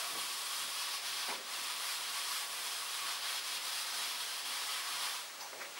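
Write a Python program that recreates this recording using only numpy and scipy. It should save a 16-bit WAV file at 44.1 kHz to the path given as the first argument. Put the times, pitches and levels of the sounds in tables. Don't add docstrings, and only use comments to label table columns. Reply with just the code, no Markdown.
import sys
import numpy as np
from scipy import signal
from scipy.fft import rfft, irfft, next_fast_len
from scipy.io import wavfile

SR = 44100
rng = np.random.default_rng(int(sys.argv[2]) if len(sys.argv) > 2 else 0)


def dump_mix(stems):
    frames = np.atleast_2d(stems).T
    limited = np.clip(frames, -1, 1)
    pcm = np.round(limited * 32767).astype(np.int16)
    wavfile.write(sys.argv[1], SR, pcm)


def volts_from_decibels(level):
    exponent = np.asarray(level, float) / 20
    return 10 ** exponent


N = 255383
T = np.arange(N) / SR
PAD = next_fast_len(N + 8192)
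HZ = np.maximum(np.arange(PAD // 2 + 1) * SR / PAD, 1)

# frequency in Hz, level in dB.
AIR_COLOUR = [(30, -28), (100, -33), (250, -13), (535, -2), (1100, -0.5), (2000, -2), (4500, -3),
              (6600, -6), (9000, -8.5), (12000, -13.5), (15700, -30)]
# frequency in Hz, side minus middle in dB.
AIR_WIDTH = [(30, 2), (200, -3), (700, -14), (2000, -16), (5500, -16), (8000, -17), (15000, -27)]
# frequency in Hz, level in dB.
FELT_COLOUR = [(150, -49), (250, -35), (545, -19.5), (637, -32), (707, -6), (771, -10.5), (826, -7.5),
               (1130, -2.5), (1340, -4), (2590, -4), (3250, -4), (5090, -3.5), (6720, -10.5), (9340, -8),
               (15700, -17.5)]
# frequency in Hz, side minus middle in dB.
BOARD_WIDTH = [(60, -8), (380, -12), (700, -18), (1290, -27), (2400, -22), (3500, -20), (5300, -14),
               (7500, -17.5), (10000, -17), (12000, -18.5), (15000, -28)]
# frequency in Hz, width in Hz, level over the hiss in dB.
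BOARD_RINGS = [(1010, 58, -4.5), (1126, 31, -2), (1224, 40, -7), (678, 16, -10), (862, 18, -9),
               (3235, 60, -8), (3300, 59, -5.5), (3330, 230, -12.5), (4220, 1800, -7.5), (10400, 2300, -1)]
# time in seconds, extra share of ringing.
PANEL_SHARE = [(0.0, .6), (0.6, 0.47), (1.0, -0.041), (1.6, .2), (2.3, 0.25), (2.9, 0.38), (3.5, -.3),
               (4.3, -.25), (5.2, 0.025)]
# time in seconds, speed as hiss in dB, pressure in dB,
# pad flat on its fine face in dB.
ARM_SWEEP = [(0.0, -41.5, -0.5, -1), (0.33, -43, -2, 0), (0.57, -41.5, -1, 0.5), (0.92, -41, -1, -2),
             (1.14, -41, -3.5, -3), (1.33, -41.5, 1.5, -4), (1.6, -42, -0.5, -1.5), (1.9, -42, 0.5, -0.5),
             (2.33, -41, -1, -1.5), (2.63, -44.5, -0.5, .5), (2.98, -43.5, 0, -0.5), (3.1, -41, 2, -2.5),
             (3.55, -40.5, -1, -2), (3.75, -41.5, 0, -.5), (4.04, -40.5, 0, -1.5), (4.36, -42.5, -1.5, -2),
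             (4.6, -42, 0.5, -1.5), (5.07, -40.5, 1.5, -1.5)]
# time in seconds, loss in dB, half length in seconds.
STROKE_TURNS = [(0.142, 2.5, 0.03), (0.723, 2, 0.081), (1.008, 5, 0.033), (1.425, 10, .072),
                (1.77, 2, 0.049), (2.1, 1.5, 0.11), (2.48, 3, 0.043), (3.2, 3, 0.036), (3.425, 5.5, .03),
                (3.606, 4.5, .045), (3.88, 3, 0.058), (4.172, 2.5, .04), (4.307, 2, 0.051),
                (4.43, 4.5, 0.028), (4.844, 2, 0.04), (4.998, 1.5, 0.036)]
# frequency in Hz, level in dB.
RUMBLE_COLOUR = [(40, -22), (70, -8), (110, -4.5), (190, -1), (300, 4.5), (450, 0), (700, -37)]
# time in seconds, rumble in dB.
ARM_LEANS = [(0.17, -65), (0.65, -69.5), (1.13, -70), (1.34, -70), (1.63, -70), (2.08, -74), (2.56, -71),
             (3.06, -70.5), (3.55, -72), (4.0, -70), (4.51, -70), (4.98, -70), (5.42, -77), (5.6, -75)]
# time in seconds, frequency in Hz, width in Hz,
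# time to fall 60 dB in seconds, level in dB.
SMALL_RUBS = [(0.002, 650, 300, 0.69, -52), (0.15, 350, 300, 0.67, -54.5), (1.325, 950, 170, .13, -46),
              (5.298, 1600, 690, .04, -52), (5.34, 1130, 60, .5, -56), (5.422, 900, 150, .17, -45),
              (5.435, 5855, 330, 0.33, -51), (5.455, 950, 100, .1, -48), (5.655, 1900, 1400, .11, -49),
              (5.69, 570, 120, 0.15, -65), (5.783, 1000, 1900, 0.33, -46), (5.787, 1040, 360, .25, -53)]
FIBRE_CATCHES = [
    (1.17, 5000, 1100, .14, -52),
    (3.64, 7100, 1200, .14, -56),
    (4.85, 5300, 2000, .11, -55),
    (5.41, 5500, 2500, .11, -56),
]
# frequency in Hz, width in Hz,
# time to fall 60 dB in seconds, level in dB.
WRIST_BUMP = [(262, 33, .64, -57), (413, 50, .57, -51.5), (540, 83, 0.64, -48.5), (710, 340, 0.22, -39.5),
              (2190, 220, .1, -45)]
FELT_PEEL = [(80, 80, .15, -86), (1900, 1400, .16, -47), (4440, 600, .12, -49.5), (4750, 660, 0.14, -48),
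             (11500, 5000, 0.32, -54)]
TAP_IN_ROOM = [(526, 240, 0.64, -50)]
HAND_REGRIP = [(392, 100, 0.5, -63), (540, 110, 0.32, -57.5), (1290, 550, .2, -46.5), (1900, 500, .2, -46),
               (2600, 3500, 0.25, -49), (9500, 6000, .3, -60)]
# frequency in Hz, level in dB, time to fall 60 dB in seconds.
BLOCK_RINGS = [(540, -6, 0.036), (1400, -2, .012), (2050, -4, .012)]
# frequency in Hz, level in dB.
ECHO_GAIN = [(300, -12), (1000, -5), (3000, -7), (8000, -6.5), (15000, -7)]
# frequency in Hz, average level in dB.
SCAN_WHISTLES = [(15625, -61), (11725.5, -80), (7825.3, -76)]
# frequency in Hz, average level in dB.
MAINS_HUM = [(50, -104), (100, -98), (150, -91), (200, -86), (250, -89)]

TAP_S = 5.5315


def rms_one(x):
    return x / np.sqrt(np.mean(x ** 2) + 1e-20)


def in_time(rows):
    s, *columns = np.transpose(rows)
    return [np.interp(T, s, c) for c in columns]


def at_hz(points, hz):
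    table_hz, db = np.transpose(points)
    return np.interp(np.log(hz), np.log(np.maximum(table_hz, 1)), db)


def drift(rate):
    r = np.exp(-80 * np.pi * rate / SR)
    noise = rng.standard_normal(N // 40 + 2002)
    slow = signal.lfilter([1], [1, -2 * r, r * r], noise)[2000:]
    return np.interp(np.arange(N) / 40, np.arange(len(slow)), rms_one(slow))


def resonate(x, hz, width_hz):
    r = np.exp(-np.pi * width_hz / SR)
    feed = np.array([1, 0, -1]) * (1 - r * r) / 2
    return signal.lfilter(feed, [1, -2 * r * np.cos(2 * np.pi * hz / SR), r * r], x)


def coloured(colour, spread, side_db=0):
    mid, side = rfft(rng.standard_normal((2, PAD))) * volts_from_decibels(at_hz(colour, HZ))
    return np.array([mid, side * volts_from_decibels(at_hz(spread, HZ) + side_db)])


def left_right(mid_side):
    return mid_side[0] + mid_side[1] * [[1], [-1]]


def swell(s, rise, t60):
    return np.where(T < s, np.exp(-((T - s) / rise) ** 2), volts_from_decibels(-60 * np.maximum(T - s, 0) / t60))


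def air():
    noise = irfft(coloured(AIR_COLOUR, AIR_WIDTH), PAD)[:, :N]
    return rms_one(left_right(noise)) * volts_from_decibels(-49)


def stroke():
    speed_db, pressure_db, flat_db = in_time(ARM_SWEEP)
    slowed_db = sum(db * np.exp(-((T - s) / half) ** 2) for s, db, half in STROKE_TURNS)
    eased_db = 290 * np.maximum(T - 5.054, 0) ** 2
    hiss_db = speed_db - slowed_db - eased_db
    body_db = pressure_db + 0.03 * slowed_db
    fine_db = flat_db - 0.18 * slowed_db
    return hiss_db, body_db, fine_db


def felt():
    hiss_db, body_db, fine_db = stroke()
    slips = coloured(FELT_COLOUR, BOARD_WIDTH)
    rings = sum(volts_from_decibels(db) / (1 + ((HZ - hz) / width) ** 2) for hz, width, db in BOARD_RINGS)
    slips = slips * (1 + rings)
    scale = np.std(irfft(slips[0] * (HZ > 2000) * (HZ < 6300), PAD))
    pressure_db = 0.63 * drift(7.0) + 0.28 * drift(40)
    out = 0
    for centre in 250 * 2 ** np.arange(0, 6.5, 0.5):
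        share = np.cos(np.pi * np.clip(np.log2(HZ / centre), -0.5, 0.5)) ** 2
        low = np.interp(np.log(centre), np.log([1500, 3000]), [1, 0])
        high = np.interp(np.log(centre), np.log([5200, 8000]), [0, 1])
        band_db = low * body_db + high * fine_db + pressure_db + 0.48 * drift(3.8)
        out = out + irfft(slips * share, PAD)[:, :N] * volts_from_decibels(band_db)
    panel_hz, panel_width_hz = 1130, 61
    panel = irfft(slips / (1 + ((HZ - panel_hz) / panel_width_hz) ** 2), PAD)[:, :N]
    out = out + panel * in_time(PANEL_SHARE)[0]
    contact = np.clip((5.38 - T) / 0.032, 0, 1)
    return left_right(out) / scale * volts_from_decibels(hiss_db - 0.5) * contact


def rumble():
    rise_s, t60_s, creak_db = 0.07, 0.6, -86
    flex = volts_from_decibels(creak_db) + sum(volts_from_decibels(db) * swell(s, rise_s, t60_s) for s, db in ARM_LEANS)
    noise = irfft(coloured(RUMBLE_COLOUR, BOARD_WIDTH, side_db=-16.0), PAD)[:, :N]
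    return rms_one(left_right(noise)) * flex * volts_from_decibels(2.5)


def scuffs(rows):
    out = 0
    grit = rng.standard_normal(N) * volts_from_decibels(drift(60))
    for s, rise, hz, width_hz, t60, level_db in rows:
        tone = resonate(grit, hz, 1.74 * width_hz)
        tone = resonate(tone, hz, 1.74 * width_hz)
        out = out + rms_one(tone) * swell(s, rise, t60) * volts_from_decibels(level_db)
    return out


def handling():
    # moment in seconds, rise in seconds, resonances
    knocks = [(1.303, 0.019, WRIST_BUMP), (5.41, 0.0065, FELT_PEEL),
              (5.617, 0.017, HAND_REGRIP), (TAP_S, 0.0044, TAP_IN_ROOM)]
    centre = [(s, rise, *part) for s, rise, parts in knocks for part in parts]
    centre += [(s, 0.073 * t60, hz, width, t60, db) for s, hz, width, t60, db in SMALL_RUBS]
    side = [(s, 0.11 * t60, hz, width, t60, db) for s, hz, width, t60, db in FIBRE_CATCHES]
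    return left_right([scuffs(centre), scuffs(side)])


def tap():
    age = np.maximum(T - TAP_S, 0)
    rings = sum(volts_from_decibels(-36.5 + db - 60 * age / t60) * np.sin(2 * np.pi * hz * age)
                for hz, db, t60 in BLOCK_RINGS)
    return signal.sosfilt(signal.butter(4, 330, "high", fs=SR, output="sos"), rings)


def scene():
    return air() + felt() + rumble() + handling() + tap()


def low_pass(x):
    return signal.sosfilt(signal.butter(12, 16330, fs=SR, output="sos"), x)


def record(dry):
    echo_s, low_hz, high_hz, top_hz = 299.1 / 44100, 1735, 6405, 15720
    thin = 1j * HZ / low_hz / (1 + 1j * HZ / low_hz) / (1 + 1j * HZ / high_hz)
    loop = volts_from_decibels(at_hz(ECHO_GAIN, HZ)) * thin * np.exp(-2j * np.pi * HZ * echo_s)
    hiss = rfft(rng.standard_normal(PAD)) * volts_from_decibels(-59.5) * HZ ** 2 / (HZ ** 2 + 7000 ** 2)
    combed = irfft((rfft(dry, PAD) / (1 + loop) + hiss) * (HZ < top_hz), PAD)[:, :N]
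    leak = sum(np.sqrt(2) * volts_from_decibels(db) * np.sin(2 * np.pi * hz * T) for hz, db in SCAN_WHISTLES + MAINS_HUM)
    balance = volts_from_decibels([[0.15], [-0.15]])
    return low_pass((combed + leak) * balance)


dry = scene()
out = record(dry)
dump_mix(out)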